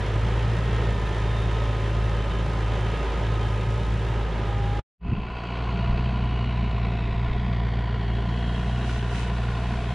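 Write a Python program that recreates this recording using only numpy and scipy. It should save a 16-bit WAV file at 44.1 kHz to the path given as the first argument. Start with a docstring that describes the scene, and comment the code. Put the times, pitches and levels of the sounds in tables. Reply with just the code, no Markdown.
"""Tractor and disc harrow, open field

A four-cylinder diesel drags discs through dry soil, heard first from a few metres behind.
Lines locked to the firings make its drone, gated noise its clatter, random clicks the crumbling clods,
and sliding sines its gear whine and squealing disc. After a short silence it is heard from far ahead,
coming nearer: noise barks through stack resonances and an inverted ground echo, with breeze and rustle."""
import sys
import numpy as np
from scipy import signal
from scipy.fft import rfft, irfft
from scipy.io import wavfile
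from scipy.ndimage import uniform_filter1d

SR = 44100
rng = np.random.default_rng(int(sys.argv[2]) if len(sys.argv) > 2 else 0)


def log_audio(samples):
    """Write samples as a 16-bit WAV file to the path given in sys.argv[1]."""
    # one column per channel
    frames = np.atleast_2d(samples).T
    # limit to full scale, then quantise
    limited = np.clip(frames, -1, 1)
    pcm = np.round(limited * 32767).astype(np.int16)
    wavfile.write(sys.argv[1], SR, pcm)


N = 438354
TIME = np.arange(N) / SR
HZ = np.maximum(np.arange(N // 2 + 1) * SR / N, 1)
LEFT_RIGHT = np.array([[1], [-1]])


def from_db(db):
    """Turn decibels into gain."""
    return 10 ** (np.asarray(db) / 20)


def rms_one(x):
    """Scale to unit rms."""
    return x / np.sqrt(np.mean(x ** 2) + 1e-20)


def in_time(rows):
    """Join each column of a timed table by straight lines, at every sample."""
    s, *columns = np.transpose(rows)
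    return [np.interp(TIME, s, column) for column in columns]


def over_hz(points):
    """Join a table by straight lines on a log-frequency axis."""
    hz, value = np.transpose(points)
    return np.interp(np.log(HZ), np.log(hz), value)


def colour(x, spectrum):
    """Filter to a spectrum that falls steeply beyond its ends; rms 1."""
    low_end = 1 / (1 + (spectrum[0][0] / HZ) ** 4)
    high_end = 1 / (1 + (HZ / spectrum[-1][0]) ** 8)
    return rms_one(irfft(rfft(x) * from_db(over_hz(spectrum)) * low_end * high_end, N))


def white():
    """Two unrelated white noises."""
    return rng.standard_normal((2, N))


def drift(rate_hz):
    """Slow random wandering with spread 1: noise that falls steeply above the rate."""
    return rms_one(irfft(rfft(rng.standard_normal(N)) / (1 + (HZ / rate_hz) ** 2) ** 2, N))


def resonate(x, modes):
    """Parallel two-pole resonances, each scaled to its own rms level."""
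    out = 0
    for hz, width_hz, db in modes:
        radius = np.exp(-np.pi * width_hz / SR)
        poles = [1, -2 * radius * np.cos(2 * np.pi * hz / SR), radius * radius]
        band = signal.lfilter([1, 0, -1], poles, x)
        out = out + from_db(db) * rms_one(band)
    return out


def spread(pair, width, balance):
    """Two unrelated signals become the mid and side of a stereo image."""
    mid, side = rfft(pair)
    image = mid + LEFT_RIGHT * side * from_db(over_hz(width))
    return irfft(image * from_db(LEFT_RIGHT * over_hz(balance) / 2), N)


def sinking(db, loss_db_per_s, since_s=0):
    """A level in dB that falls evenly with time; a negative loss makes it rise."""
    return db - loss_db_per_s * (TIME - since_s)


def bumps(rows, width_s):
    """A bell-shaped bump for each (time, height)."""
    return sum(height * np.exp(-((TIME - s) / width_s) ** 2) for s, height in rows)


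def swells(rows, width_s):
    """The gain of short swells, each given by (time, peak dB)."""
    return bumps([(s, from_db(db)) for s, db in rows], width_s)


def grains(per_s):
    """Random clicks of unequal size, now denser and now sparser."""
    born = rng.random((2, N)) < per_s * from_db(drift(12)) / SR
    size_db = 2 * np.minimum(rng.exponential(1, (2, N)), 4)
    return rms_one(born * white() * from_db(size_db))


def engine_speed(trend, hunt):
    """Firings per second: the load sets the trend, the governor swings around it."""
    per_s, depth, crest_s = hunt
    return in_time(trend)[0] + depth * np.cos(2 * np.pi * per_s * (TIME - crest_s))


def crank(speed, jitter):
    """Firings counted since the start; the speed is never quite even."""
    return np.cumsum(speed * (1 + jitter * drift(21.7))) / SR


# Strength of the four cylinders' bangs, in firing order. Each row: level in dB.
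BANG_DB = [1.6, -.2, -1.1, -.3]


def bangs(firings, start, peak, steady):
    """Each firing's burst rises and dies on a steady share; start and peak in firing cycles; rms 1."""
    number, age = np.divmod(firings + 1 - start, 1)
    number = number.astype(int)
    chance_db = 1.3 * rng.standard_normal(size=1000)[number]
    strength = from_db(np.array(BANG_DB)[number % len(BANG_DB)] + chance_db)
    burst = (age / peak * np.exp(1 - age / peak)) ** 2
    return rms_one(steady + strength * burst)


# One cylinder thuds harder than the others as its valve opens. Each row: level in dB.
THUD_DB = [-3, -1, 4, -3]
# Dull colour of a thud. Each row: frequency in Hz, relative level in dB.
THUD_COLOUR = [(200, 0), (900, 0)]


def thuds(firings, start, chance_db):
    """One dull pressure pulse per firing, in the pattern of the cylinders."""
    number = (firings + 1 - start).astype(int)
    chance = chance_db * rng.standard_normal(size=1000)[number]
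    strength = from_db(np.array(THUD_DB)[number % len(THUD_DB)] + chance)
    pulses = np.diff(number, prepend=number[0])
    return colour(pulses * strength, THUD_COLOUR)


def drone(firings, orders, waver_db, uneven_db, octave_sag_db):
    """Exhaust lines add up to one suction dip in the middle of each cycle, its depth varying by chance."""
    out = 0
    for order, db in orders:
        unsteady_db = waver_db * np.sqrt(max(abs(db) - .5, 0))  # weak lines come and go most
        smear = np.pi / 10 * (order - 1) ** 2  # the silencer holds back the higher lines
        level_db = db + unsteady_db * drift(9.9) - octave_sag_db * (order == 2)
        out = out - from_db(level_db) * np.cos(2 * np.pi * order * (firings - .5) - smear)
    chance = rng.standard_normal(size=1000)
    depth_db = uneven_db * np.interp(firings - .5, np.arange(len(chance)), chance)
    return rms_one(out * from_db(depth_db))


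# Left and right alike: the far tractor and the air sit in the middle.
# Each row: frequency in Hz, left minus right in dB.
CENTRED = [(100, 0), (8000, 0)]
# Gusts thumping on the microphone. Each row: time in seconds, peak in dB.
GUST_PEAKS = [(5.2, -37.5), (5.92, -33), (6.25, -43), (6.85, -51), (7.13, -39), (7.35, -36), (9.75, -40)]
# Colour of wind on the microphone. Each row: frequency in Hz, relative level in dB.
WIND_COLOUR = [(12, -6), (28, 8.5), (45, 1), (90, -3), (200, -22.5), (500, -50)]
# Stereo width of the wind. Each row: frequency in Hz, side minus mid in dB.
WIND_SIDE = [(30, -33), (200, -34)]


def breeze():
    """Low noise: lumps of wind thump on the microphone above a light, unsteady breeze."""
    blowing = from_db(-47) + swells(GUST_PEAKS, width_s=0.06)
    wind = blowing * from_db(1.6 * drift(5.4)) * colour(white(), WIND_COLOUR)
    return spread(wind, WIND_SIDE, CENTRED)


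RUSTLE_FULL_S, RUSTLE_FULL_DB, RUSTLE_RISE_DB_PER_S = 8.57, -53, 26
# Swishes on top of the rustle. Each row: time in seconds, peak in dB.
SWISH_PEAKS = [(8.92, -51), (9.18, -48.5)]
# Bright colour of the rustle. Each row: frequency in Hz, relative level in dB.
RUSTLE_COLOUR = [(2500, 24), (4500, 9), (6000, 7.5), (7800, 1.5), (8600, 0.5), (9600, 0.5), (11000, -9),
                 (13000, -16)]


def bright_rustle():
    """Dense fine clicks swell to a steady level, with two swishes on top."""
    rising_db = RUSTLE_FULL_DB - RUSTLE_RISE_DB_PER_S * np.maximum(RUSTLE_FULL_S - TIME, 0)
    gain = from_db(rising_db) + swells(SWISH_PEAKS, width_s=0.07)
    rustle = gain * colour(grains(per_s=11000), RUSTLE_COLOUR)
    return spread(rustle, [(3000, -3.5), (9000, -1.5)], CENTRED)


def delayed(x, lag_s):
    """Both channels, a number of seconds later."""
    return np.array([np.interp(TIME - lag_s, TIME, channel) for channel in x])


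# Bounce off the field: its lag grows as the tractor nears, and its share ends up far smaller.
# Each row: time in seconds, lag in seconds, share of the direct sound.
GROUND_BOUNCE = [(5.2, .000545, .58), (5.6, .00056, .46), (6.15, .000565, .43), (6.9, .000635, .42),
                 (7.65, .000745, .5), (8.55, .000842, .46), (9.15, .000908, .22), (9.9, .00103, .2)]
ECHO_LOW_HZ = 1340  # the notches are shallow below this


def ground_echo(x):
    """The grazing ground echo is inverted and cuts notches that sink as its lag grows."""
    lag_s, share = in_time(GROUND_BOUNCE)
    ground = uniform_filter1d(delayed(x, lag_s), size=5, axis=1)  # rough soil scatters the treble
    high_pass = signal.butter(2, ECHO_LOW_HZ, "high", fs=SR, output="sos")
    ground = signal.sosfiltfilt(high_pass, ground)
    return (x - share * ground) / np.hypot(1, share)


FAR_START_S = 5.0
# Hard puffs of exhaust. 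Each row: time in seconds, peak in dB.
HARD_PUFF_PEAKS = [(5.074, -26), (5.091, -25), (5.127, -19.5), (5.178, -21), (5.208, -31)]
THUMP_WIDTH_S, RUSH_WIDTH_S, RUSH_DB = 0.0032, 0.016, -8  # the rush is relative to the thump
# Soft puffs as they sink. One row: level at the far start in dB, loss in dB per second.
FAR_PUFF_LEVEL = (-36, 0.7)
# Colour of the far puffs. Each row: frequency in Hz, relative level in dB.
FAR_PUFF_COLOUR = [(30, 2), (70, -4.5), (110, 0), (160, 1), (215, -4), (280, -12.5), (500, -19)]


def far_puffs(firings, lull_db):
    """Low noise puffs at each firing; each hard puff is a thump in a short rush of gas."""
    puffing = white()[0] * bangs(firings, start=0.02, peak=0.15, steady=0.87)
    soft_gain = from_db(sinking(*FAR_PUFF_LEVEL, FAR_START_S) - lull_db)
    rush_gain = from_db(RUSH_DB) * swells(HARD_PUFF_PEAKS, RUSH_WIDTH_S)
    thumps = swells(HARD_PUFF_PEAKS, 2 * THUMP_WIDTH_S) - 2 * swells(HARD_PUFF_PEAKS, THUMP_WIDTH_S)
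    return (soft_gain + rush_gain) * colour(puffing, FAR_PUFF_COLOUR) + thumps


# Exhaust stack resonances. Each row: frequency in Hz, width in Hz, relative level in dB.
STACK_RINGS = [(394, 42, -9.5), (694, 51, -1), (995, 46, -2), (1422, 100, -5), (1820, 240, -9),
               (2254, 230, -14.5), (2563, 98, -13), (2878, 66, -12.5), (3178, 120, -15), (3520, 100, -20.5),
               (3830, 69, -20), (4190, 83, -25), (4470, 170, -28)]
# Gas rushing up the stack. Each row: frequency in Hz, relative level in dB.
STACK_RUSH_COLOUR = [(250, 0), (4500, 0)]
# Combustion clatter from afar. Each row: frequency in Hz, relative level in dB.
FAR_CLATTER_COLOUR = [(230, 14.5), (330, 9), (470, 9.5), (570, -0.5), (750, 7.5), (880, 4), (1100, 6),
                      (1270, -0.5), (1600, -1), (2200, -2.5), (2750, -7.5), (3400, -13.5), (4400, -26),
                      (5400, -24.5), (7800, -30.5), (11000, -50)]
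# Level of the bark as it rises slowly. One row: level at the far start in dB, loss in dB per second.
BARK_LEVEL = (-40.5, -0.15)
# Harder barking for a while. Each row: time in seconds, extra level in dB.
HARDER_BARKS = [(5.65, 2.4), (9.3, 0.33)]
# Now and then one stack resonance rings out. Each row: time in seconds, frequency in Hz, peak in dB.
STACK_RING_OUTS = [(5.18, 2620, -52), (6.5, 2900, -51), (7.05, 2590, -55), (8.5, 3230, -50.5)]
RING_OUT_WIDTH_S, RING_OUT_WIDTH_HZ = .3, 70
BARK_OPENING_DB, OPENING_CUT_HZ, OPENING_DULLNESS = 5, 2800, 0.43  # dullness: share of treble taken away
# Stereo width of the bark. Each row: frequency in Hz, side minus mid in dB.
FAR_SIDE = [(400, -48), (800, -48), (1400, -47), (2200, -60), (4000, -58), (8000, -22)]


def exhaust_bark(firings, closed):
    """Firing-gated noise through the stack and ground echo, opening from quiet and muffled."""
    knock = white() * bangs(firings, start=0.1, peak=0.38, steady=.75)
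    rush = colour(white(), STACK_RUSH_COLOUR) * bangs(firings, start=0.028, peak=0.31, steady=0.61)
    stack = resonate(rush, STACK_RINGS)
    clatter = colour(knock, FAR_CLATTER_COLOUR)
    opening_db = -BARK_OPENING_DB * closed
    level_db = sinking(*BARK_LEVEL, FAR_START_S) + opening_db + bumps(HARDER_BARKS, width_s=0.51)
    bark = from_db(level_db) * ground_echo(from_db(0.5) * clatter + from_db(-3.5) * stack)
    ringing = colour(knock, STACK_RUSH_COLOUR)
    for s, hz, db in STACK_RING_OUTS:
        ring = resonate(ringing, [(hz, RING_OUT_WIDTH_HZ, 0)])
        bark = bark + swells([(s, db)], RING_OUT_WIDTH_S) * ring
    dull = signal.sosfiltfilt(signal.butter(6, OPENING_CUT_HZ, fs=SR, output="sos"), bark)
    bark = bark - OPENING_DULLNESS * closed * (bark - dull)
    return spread(bark, FAR_SIDE, CENTRED)


# Engine speed under the pull of the soil. Each row: time in seconds, firings per second.
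FAR_TREND = [(5, 57.9), (5.25, 59.5), (5.7, 58.8), (6.15, 60.9), (6.75, 58.1), (7.1, 57.8), (7.35, 60.1),
             (7.7, 57.9), (8.3, 58.1), (8.75, 60.3), (9.1, 59.0), (9.9, 59.7)]
# Governor hunting. One row: swings per second, depth in firings per second, time of a crest in seconds.
FAR_GOVERNOR = (2.16, .55, 7.43)
# Exhaust lines. Each row: multiple of the firing rate, relative level in dB.
FAR_LINES = [(0.501, -30.5), (1, 1), (1.751, -18), (2, -2), (3, -10.5), (3.33, -25), (3.5, -16.5),
             (3.75, -32.5), (4, -19.5), (4.25, -34), (5.001, -37)]
# What the thuds ring in the exhaust. Each row: frequency in Hz, width in Hz, level in dB.
FAR_THUD_RINGS = [(402, 45, -48.5), (682, 24, -51)]
# The drone as its bass sinks. One row: level at the far start in dB, loss in dB per second.
FAR_DRONE_LEVEL = (-24.5, 0.5)
# The bass drops away once and comes back. Each row: time in seconds, depth in dB.
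BASS_DROP = [(5.37, 10.2)]
OPENING_S, OPENING_OCTAVE_SAG_DB = 0.51, 5


def from_ahead():
    """The tractor far off: pulsing exhaust with its bark across the field."""
    firings = crank(engine_speed(FAR_TREND, FAR_GOVERNOR), jitter=0.00776)
    lull_db = bumps(BASS_DROP, width_s=0.28)
    closed = np.clip(1 - (TIME - FAR_START_S) / OPENING_S, 0, 1)
    octave_sag_db = OPENING_OCTAVE_SAG_DB * closed
    droning = drone(firings, FAR_LINES, waver_db=0.89, uneven_db=0.68, octave_sag_db=octave_sag_db)
    exhaust = from_db(sinking(*FAR_DRONE_LEVEL, FAR_START_S) - lull_db) * droning
    chug = resonate(thuds(firings, start=0.12, chance_db=2.6), FAR_THUD_RINGS)
    bass = exhaust + far_puffs(firings, lull_db) + from_db(-lull_db) * chug
    return bass + exhaust_bark(firings, closed)


# Crumbling clods, close to. Each row: frequency in Hz, relative level in dB.
SOIL_COLOUR = [(1500, 0), (4000, 0), (5500, -2.5), (7000, -6), (8200, -14), (9300, -8.5), (11000, -20),
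               (13500, -32)]
# The soil as the rig pulls away. One row: level at the start in dB, loss in dB per second.
SOIL_LEVEL = (-55.5, 0.5)
# The discs throw less soil for a moment. Each row: time in seconds, depth in dB.
SOIL_DIP = [(4.4, 7.5)]


def crumbling_soil(firings):
    """Clods break in dense random clicks that pulse with the firings."""
    crumbs = grains(per_s=9000) * bangs(firings, start=0.089, peak=0.19, steady=0.7)
    level_db = sinking(*SOIL_LEVEL) - bumps(SOIL_DIP, width_s=0.27)
    return from_db(level_db) * colour(crumbs, SOIL_COLOUR)


# Ringing of the steel discs. Each row: frequency in Hz, width in Hz, level in dB.
DISC_RINGS = [(1650, 37, -54), (2690, 26, -59.5), (3040, 26, -61), (3280, 45, -69), (3690, 47, -59.5)]


def ringing_discs():
    """Sparse random clicks set the steel discs ringing on their modes."""
    return resonate(grains(per_s=500), DISC_RINGS)


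# Short high squeaks of the discs. Each row: time in seconds, frequency in Hz, peak in dB.
SQUEAK_NOTES = [(0.72, 3220, -55), (1.05, 3060, -54), (1.22, 3065, -55), (1.3, 3625, -56),
                (1.41, 3660, -51.5), (1.56, 3668, -54), (1.7, 3625, -55), (1.9, 2690, -54),
                (2.07, 2682, -54), (2.2, 3065, -50), (2.35, 3052, -53), (2.65, 3065, -55),
                (2.87, 3070, -53), (3.0, 2690, -51), (3.47, 3072, -53)]


def squeaks(waver):
    """A disc catches and sings briefly on one note, with a flutter of pitch and level."""
    clock_s = np.cumsum(1 + waver * drift(64)) / SR
    notes = 0
    for s, hz, db in SQUEAK_NOTES:
        notes = notes + swells([(s, db)], width_s=.07) * np.sin(2 * np.pi * hz * clock_s)
    return np.sqrt(2) * from_db(2 * drift(25)) * notes


# A dry disc bearing nearby. Each row: time in seconds, frequency in Hz, level in dB.
BEARING_NOTE = [(3.9, 825, -90), (4.2, 822, -56), (4.4, 818, -49), (4.52, 812, -43), (4.63, 806, -38.5),
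                (4.72, 812, -38), (4.8, 830, -40)]


def squeal(waver):
    """Rubbing steel sings on one sliding note with an unsteady pitch and level."""
    hz, db = in_time(BEARING_NOTE)
    cycles = np.cumsum(hz * (1 + waver * drift(60))) / SR
    return from_db(db + drift(23)) * np.sqrt(2) * np.sin(2 * np.pi * cycles)


TEETH_PER_FIRING = 22.85  # the gears are locked to the crankshaft
# Gear whine. Each row: multiple of the mesh rate, level in dB, time of the loudest moment in seconds,
# fade in dB per second squared.
GEAR_LINES = [(.462, -48, 2.7, .7), (.8183, -47.5, 1.9, .75), (1, -48, 2.4, .4), (1.443, -50.5, .9, 3.5)]


def gears(speed):
    """Meshing teeth whine in step with the engine; tones swell and fade, and backlash makes them flutter."""
    teeth = TEETH_PER_FIRING * np.cumsum(speed) / SR + .04 * drift(25)
    tones = 0
    for multiple, db, loudest_s, fade in GEAR_LINES:
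        level_db = db - fade * (TIME - loudest_s) ** 2 + 1.3 * drift(5.8)
        tones = tones + from_db(level_db) * np.sqrt(2) * np.sin(2 * np.pi * multiple * teeth)
    return tones


# Combustion clatter, close to. Each row: frequency in Hz, relative level in dB.
NEAR_CLATTER_COLOUR = [(200, -3.5), (300, -3), (400, 3), (520, -1), (650, -5.5), (950, -3.5), (1130, -11.5),
                       (1300, -9), (1450, -11), (1800, -10), (2400, -14), (3200, -15), (4500, -26.5),
                       (9000, -39)]
# The clatter as the rig pulls away. One row: level at the start in dB, loss in dB per second.
NEAR_CLATTER_LEVEL = (-34, 0.5)
# Harder clatter for a while under load. Each row: time in seconds, extra level in dB.
LOADED_CLATTER = [(3.07, 1.7)]
# Ring of the gearbox housing. Each row: frequency in Hz, width in Hz, level in dB.
GEARBOX_RINGS = [(1258, 42, -56)]


def near_clatter(firings):
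    """Combustion knocks are firing-gated noise, which also rings the gearbox housing."""
    knock = white() * bangs(firings, start=0.13, peak=0.37, steady=2.4)
    level_db = sinking(*NEAR_CLATTER_LEVEL) + bumps(LOADED_CLATTER, width_s=0.41) + .5 * drift(6.3)
    return from_db(level_db) * colour(knock, NEAR_CLATTER_COLOUR) + resonate(knock, GEARBOX_RINGS)


# Colour of the near puffs. Each row: frequency in Hz, relative level in dB.
NEAR_PUFF_COLOUR = [(30, -12), (70, -3.5), (110, 2), (160, -1.5), (215, -7.5), (280, -17.5), (500, -21.5)]


def near_puffs(firings):
    """Exhaust gas puffs low noise at each firing."""
    puffing = white() * bangs(firings, start=0.036, peak=0.17, steady=0.96)
    return from_db(-34.5) * colour(puffing, NEAR_PUFF_COLOUR)


# Exhaust lines. Each row: multiple of the firing rate, relative level in dB.
NEAR_LINES = [(0.501, -25), (0.753, -30), (1, 3.5), (1.248, -20), (1.502, -31), (1.751, -22), (2, 1.5),
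              (2.248, -23), (3, -14), (3.499, -17.5), (4, -34), (5.001, -24), (6, -27.5)]
# The drone as the rig pulls away. One row: level at the start in dB, loss in dB per second.
NEAR_DRONE_LEVEL = (-22.5, 0.1)
USUAL_FIRING_RATE, DRONE_DB_PER_HZ = 58.3, 0.5  # the drone is louder the faster the engine runs
# The drone's octave line sags briefly. Each row: time in seconds, depth in dB.
OCTAVE_DIPS = [(1.1, 8), (2.3, 8), (3.09, 18), (4.32, 13.5)]
RIGHT_PORT_LEAK_HZ = 8


def near_exhaust(speed, firings):
    """The drone in both channels; the right microphone port leaks a little bass, shifting its phase."""
    level_db = sinking(*NEAR_DRONE_LEVEL) + DRONE_DB_PER_HZ * (speed - USUAL_FIRING_RATE)
    octave_sag_db = bumps(OCTAVE_DIPS, width_s=0.1)
    droning = drone(firings, NEAR_LINES, waver_db=.5, uneven_db=-0.1, octave_sag_db=octave_sag_db)
    exhaust = from_db(level_db) * droning
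    leak = signal.butter(1, RIGHT_PORT_LEAK_HZ, "high", fs=SR, output="sos")
    return np.array([exhaust, signal.sosfilt(leak, exhaust)])


# Engine speed under the pull of the soil. Each row: time in seconds, firings per second.
NEAR_TREND = [(0, 51.0), (0.25, 56.2), (0.42, 55.6), (0.62, 57.2), (0.85, 55.1), (1.2, 53.9), (1.44, 55.8),
              (1.66, 54.7), (2.9, 54.6), (3.7, 54.7), (3.92, 55.9), (4.3, 54.3), (4.55, 53.1), (4.8, 54.1)]
# Governor hunting. One row: swings per second, depth in firings per second, time of a crest in seconds.
NEAR_GOVERNOR = (2.4, .55, 2.48)
# What the thuds ring in the exhaust. Each row: frequency in Hz, width in Hz, level in dB.
NEAR_THUD_RINGS = [(375, 36, -48.5)]
# Stereo width of the near noises. Each row: frequency in Hz, side minus mid in dB.
NEAR_SIDE = [(60, -17), (120, -17.5), (250, -43), (500, -29.5), (1000, -8.5), (2000, -15), (4000, -15.5),
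             (8000, -1)]
# Their balance at the microphone. Each row: frequency in Hz, left minus right in dB.
NEAR_LEFT_RIGHT = [(100, -.2), (250, -.8), (500, -2.6), (1000, -2.2), (2000, -1.2), (4000, .7), (8000, .4)]
NEAR_TONE_PAN_DB = -1  # left minus right


def from_behind():
    """Tractor and harrow a few metres away, pulling off: drone, panned tones and wide noises."""
    speed = engine_speed(NEAR_TREND, NEAR_GOVERNOR)
    firings = crank(speed, jitter=0.0031)
    chug = resonate(thuds(firings, start=0.15, chance_db=2.5), NEAR_THUD_RINGS)
    tones = chug + gears(speed) + squeal(waver=0.0019) + squeaks(waver=0.00585)
    panned = tones * from_db(LEFT_RIGHT * NEAR_TONE_PAN_DB / 2)
    noises = near_puffs(firings) + near_clatter(firings) + crumbling_soil(firings) + ringing_discs()
    return near_exhaust(speed, firings) + panned + spread(noises, NEAR_SIDE, NEAR_LEFT_RIGHT)


# Fade-out of the place behind the harrow. 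Each row: time in seconds, level in dB.
BEHIND_FADE = [(0, 0.5), (4.795, 0), (4.815, -32.5), (4.84, -89)]
# Fade-in of the place far ahead. Each row: time in seconds, level in dB.
AHEAD_FADE = [(4.97, -94), (5.01, -19), (5.05, -3), (5.08, 0.5)]


def scene():
    """The two listening positions, one after the other."""
    ahead = from_db(in_time(AHEAD_FADE)[0]) * (breeze() + bright_rustle() + from_ahead())
    behind = from_db(in_time(BEHIND_FADE)[0]) * from_behind()
    return behind + ahead


def record(dry):
    """The top is cut: a steep low-pass is 70 dB down from 13600 Hz upwards."""
    return signal.sosfilt(signal.cheby2(12, 70, 13600, fs=SR, output="sos"), dry)


dry = scene()
out = record(dry)
log_audio(out)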